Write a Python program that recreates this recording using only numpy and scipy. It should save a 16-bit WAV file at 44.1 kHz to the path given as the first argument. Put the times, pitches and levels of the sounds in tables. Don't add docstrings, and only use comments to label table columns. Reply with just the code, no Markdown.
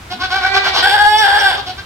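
import sys
import numpy as np
from scipy import signal
from scipy.fft import rfft, irfft, next_fast_len
from scipy.io import wavfile
from scipy.ndimage import uniform_filter1d

SR = 44100
rng = np.random.default_rng(int(sys.argv[2]) if len(sys.argv) > 2 else 0)


def store_wav(level_fs):
    pcm = np.round(np.clip(np.atleast_2d(level_fs), -1, 1) * 32767)
    wavfile.write(sys.argv[1], SR, pcm.T.astype(np.int16))


N = 81585

# f/Hz, relative level/dB
AIR_SPECTRUM = [(20, -20), (45, -6), (75, 1.5), (105, -3.5), (160, -16.5), (300, -13.5), (500, -19),
                (1400, -17), (5000, -28.5), (15500, -43.5)]
# middle t/s, length/s, pitch f/Hz, level/dB of the first resonance, mouth opening,
# second resonance and treble, roughness/(0-1)
STUTTER_PULSES = [(0.125, .034, 366, -23.5, -46, -29.5, -27, 0.24),
                  (.235, 0.054, 380.5, -26, -26, -20, -22.5, 0.33),
                  (0.351, 0.082, 389, -19.5, -29.5, -17.5, -21.5, 0.31),
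                  (0.455, 0.063, 388.5, -19.5, -29.5, -14, -23, 0.37),
                  (0.565, 0.041, 390, -15.5, -22.5, -14, -16, 0.41),
                  (0.669, 0.056, 395, -21, -28, -20, -19.5, .85),
                  (0.777, 0.066, 388.7, -17, -23.5, -20, -16.5, .9),
                  (1.589, .04, 403.7, -25, -32, -33.5, -28, 0.6),
                  (1.688, 0.046, 373.6, -26, -65, -35.5, -27, 0.3),
                  (1.792, 0.026, 395, -44.5, -43, -32, -31.5, 0.17)]
# f/Hz, relative level/dB
STUTTER_FIRST_FORMANT = [(150, -27), (380, -9.5), (560, -8.5), (780, 7.5), (1000, -3.5), (1400, -39.5)]
STUTTER_SECOND_FORMANT = [(1000, -56), (1350, 6), (1560, 13), (1850, -6.5), (2300, 0), (3000, -60)]
STUTTER_TREBLE_BAND = [(150, -27), (380, -17), (560, -22), (1500, -26), (2500, -4.5), (2900, 0),
                       (3500, 3.5), (4200, 1.5), (5400, -2.5), (6600, -20.5), (8300, -27.5), (10500, -38.5),
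                       (15500, -41)]
# t/s, pitch f/Hz, level/dB
NASAL_CONTOUR = [(.1, 356.3, -34), (.18, 370, -67), (.29, 376, -48), (.38, 388, -32.5), (.415, 382, -26.5),
                 (.49, 386, -23), (.53, 392, -18.5), (.6, 397.8, -18), (.64, 389.3, -23.5), (.72, 382, -21),
                 (.8, 381.5, -26.5), (.86, 373.4, -21)]
# f/Hz, relative level/dB
NASAL_THROAT = [(200, -30), (390, -10.5), (770, -1), (1150, -16.5), (1540, -1.5), (1950, -3.5),
                (2340, -2.5), (2700, -18.5), (4300, -10.5), (5600, -22.5), (15500, -63)]
# t/s, pitch f/Hz, level/dB
SLIDE_CONTOUR = [(.1, 159.3, -70), (.14, 189, -36.5), (.19, 277.4, -39), (.24, 335, -41), (.3, 333, -88)]
# left delay t/s, right delay t/s, level/dB
WALL_ECHOES = [(.0047, .0052, -16), (0.0121, 0.0094, -7)]
# t/s, pitch f/Hz, first and second resonance level/dB, roughness/(0-1)
CRY_CONTOUR = [(.82, 356.1, -23, -14, 0.46), (.842, 376.7, -19.5, -15.5, 0.22),
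               (.866, 412.8, -13, -12.5, 0.46), (.898, 381.4, -24.5, -25, 0.44),
               (.93, 406.2, -12.5, -15.5, 0.41), (.955, 426.2, -13, -15, 0.38),
               (.974, 394.2, -23, -15, 0.46), (1.0, 416.7, -10, -12, 0.18), (1.05, 415.4, -13, -17.5, 0.29),
               (1.075, 419.5, -10, -12, 0), (1.12, 422.2, -14, -19.5, 0.09), (1.165, 428, -10, -28.5, 0.1),
               (1.205, 438.2, -21.5, -17, 0.12), (1.25, 397.3, -13.5, -12, 0.49),
               (1.31, 401, -16.5, -15.5, .55), (1.365, 413.4, -15, -15.5, .53),
               (1.405, 413.3, -25.5, -19, 0.67), (1.43, 401.9, -16.5, -14, 0.55),
               (1.465, 390.4, -13, -13, 0.13), (1.496, 381.4, -22, -17.5, 0.24),
               (1.52, 329, -21.5, -30.5, 0.35), (1.53, 413, -24, -16, 0.57), (1.57, 377, -37, -39, .7)]
# f/Hz, relative level/dB
CRY_OVERTONE_RESPONSE = [(150, -48), (280, -5.5), (410, -0.5), (540, 14), (850, -6), (1250, 1.5),
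                         (1650, -2.5), (2100, 6.5), (2550, 2), (3000, 5), (3480, 11.5), (3980, -1.5),
                         (4330, -1), (4660, 6.5), (4980, -1), (5500, -2), (6200, -24), (7300, -12.5),
                         (8400, -10), (10500, -18.5), (15500, -23.5)]
# t/s, level/dB
CRY_OVERTONE_LEVEL = [(.85, -15.5), (1.0, -18), (1.12, -19.5), (1.21, -16), (1.33, -19.5), (1.48, -17),
                      (1.57, -26)]
# t/s, level/dB
FLARE_LEVEL = [(1.16, -65), (1.185, -20.5), (1.225, -40), (1.25, -35), (1.37, -71), (1.4, -21.5),
               (1.44, -66)]
# f/Hz, lead of left/rad
LEFT_PHASE_LEAD = [(100, -0.5), (830, 0), (1650, -0.54), (3000, -1.5), (4390, -4), (8000, -7)]
# f/Hz, left-minus-right level/dB
LEFT_BALANCE = [(380, -6.5), (700, 1), (2400, 1.5), (5000, -1)]


def amp(db):
    return 10 ** (np.asarray(db) / 20)


def unit(x):
    return x / np.sqrt(np.mean(x ** 2))


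def curve(rows):
    times, *columns = np.array(rows, float).T
    return [np.interp(np.arange(N) / SR, times, c) for c in columns]


def at_hz(points, hz):
    f, value = np.array(points, float).T
    return np.interp(np.log(hz + 1e-9), np.log(f), value)


def shape(x, response):
    size = next_fast_len(2 * N)
    return irfft(rfft(x, size) * response(np.fft.rfftfreq(size, 1 / SR)), size)[..., :N]


def colour(x, points):
    return unit(shape(x, lambda f: amp(at_hz(points, f))))


def resonance(x, hz, width_hz):
    ring = shape(x, lambda f: (1j * f * width_hz / (hz ** 2 - f ** 2 + 1j * f * width_hz)) ** 2)
    return ring / np.sqrt(uniform_filter1d(ring ** 2, size=600) + 1e-12)


def wander(bandwidth_hz):
    return unit(shape(rng.standard_normal(N), lambda f: np.exp(-(f / bandwidth_hz) ** 2)))


def outdoor_air(level_db=-34.5, widening_hz=1120):
    mid, side = rng.standard_normal((2, N))
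    side = shape(side, lambda f: np.minimum(f / widening_hz, .8))
    return amp(level_db) * colour(mid + side * np.array([[1], [-1]]), AIR_SPECTRUM)


def vocal_folds(hz, rough, harmonics=40, jitter=.065, flutter=.053, catch=3.08, rasp_hz=2340):
    unrest = np.abs(rough) ** 1.6
    pitch_hz = hz * (1 + jitter * unrest * wander(92.5))
    phase = 2 * np.pi * (np.cumsum(pitch_hz) / SR + flutter * unrest * wander(310))
    tone = unit(sum(np.cos(k * phase + 2 * np.pi * k * k / np.sqrt(2 * harmonics))
                    for k in range(1, harmonics + 1)))
    puffs = unit(rng.standard_normal(N) * (1 + .5 * np.cos(phase)))
    puffs = shape(puffs, lambda f: np.sqrt(1 + np.minimum(f / rasp_hz, 1)))
    rasp = unrest ** 2 / np.maximum(1.05 - rough, .1)
    catches = 1 / (1 + (catch * rough * np.maximum(wander(162), 0)) ** 2)
    return (tone * catches + rasp * puffs) / np.sqrt(1 + rasp ** 2)


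def stutter(scoop_hz_per_s=950, sag_hz_per_s=150, swing_s=.04, opening_lead_s=.011):
    t = np.arange(N) / SR
    gains, contour = 0, []
    for middle, length, hz, *levels_db, rough in STUTTER_PULSES:
        away = np.abs(2 * (t - middle) / length)
        swell, hold = np.exp(-away ** 2), np.exp(-away ** 4 / 2)
        early = np.exp(-(2 * (t - middle + opening_lead_s) / length) ** 2)
        gains = gains + amp(levels_db)[:, None] * np.array([swell, early, swell, hold])
        contour += [(middle - swing_s, hz - scoop_hz_per_s * swing_s, rough),
                    (middle, hz, rough),
                    (middle + swing_s, hz - sag_hz_per_s * swing_s, rough)]
    voice = vocal_folds(*curve(contour))
    first, opening, second, treble = gains
    return (first * colour(voice, STUTTER_FIRST_FORMANT)
            + opening * resonance(voice, hz=1137, width_hz=270)
            + second * colour(voice, STUTTER_SECOND_FORMANT)
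            + treble * colour(voice, STUTTER_TREBLE_BAND))


def nasal_bleat():
    t = np.arange(N) / SR
    hz, db = curve(NASAL_CONTOUR)
    sounding = uniform_filter1d(1. * (t > NASAL_CONTOUR[0][0]) * (t < NASAL_CONTOUR[-1][0]), size=800)
    return sounding * amp(db) * colour(vocal_folds(hz, rough=.1595), NASAL_THROAT)


def low_slide(jitter=.11):
    hz, db = curve(SLIDE_CONTOUR)
    cycles = np.cumsum(hz * (1 + jitter * wander(100))) / SR
    return amp(db) * np.sqrt(2) * np.sin(2 * np.pi * cycles)


def pen_echoes(x, tail_delay_s=.0085):
    t = np.arange(N) / SR
    echoes = sum(amp(db) * shape(x, lambda f: np.exp(-2j * np.pi * f * np.array([[left], [right]])))
                 for left, right, db in WALL_ECHOES)
    low_tail = (.29, -2, lambda f: 1 / np.hypot(1, (f / 1800) ** 2))
    treble_tail = (.39, -3, lambda f: np.exp(-((f - 3500) / 2300) ** 2))
    for t60_s, db, band in (low_tail, treble_tail):
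        tail = rng.standard_normal((2, N)) * np.exp(-np.log(1000) * t / t60_s) * (t > tail_delay_s)
        tail = shape(unit(tail) / np.sqrt(N), band)
        echoes = echoes + amp(db) * signal.fftconvolve(x[None], tail, axes=1)[:, :N]
    return echoes


def cry(start_s=.825, end_s=1.56, fade_s=.008):
    t = np.arange(N) / SR
    hz, first_db, second_db, rough = curve(CRY_CONTOUR)
    voice = vocal_folds(hz, rough)
    overtone_db, flare_db = curve(CRY_OVERTONE_LEVEL) + curve(FLARE_LEVEL)
    sounding = np.clip(np.minimum(t - start_s, end_s - t) / fade_s + .5, 0, 1)
    return sounding * (amp(first_db) * resonance(voice, hz=835, width_hz=280)
                       + amp(second_db) * resonance(voice, hz=1573, width_hz=338)
                       + amp(flare_db) * resonance(voice, hz=5450, width_hz=550)
                       + amp(overtone_db) * colour(voice, CRY_OVERTONE_RESPONSE))


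def scene(nasal_right_excess_db=5, nasal_left_lead_s=.00012):
    goat, nasal = stutter() + cry(), nasal_bleat()
    sides = np.array([[.5], [-.5]])
    goat_direct = shape(goat, lambda f: amp(sides * at_hz(LEFT_BALANCE, f))
                        * np.exp(1j * sides * at_hz(LEFT_PHASE_LEAD, f)))
    nasal_shifted = shape(nasal, lambda f: np.exp(2j * np.pi * f * sides * nasal_left_lead_s))
    nasal_direct = amp(-sides * nasal_right_excess_db) * nasal_shifted
    return goat_direct + nasal_direct + pen_echoes(goat + nasal) + low_slide() + outdoor_air()


def record(dry, cutoff_hz=15900):
    rounded = dry / (1 + dry ** 8) ** (1 / 8)
    return signal.sosfilt(signal.ellip(10, .2, 80, cutoff_hz, fs=SR, output="sos"), rounded)


dry = scene()
out = record(dry)
store_wav(out)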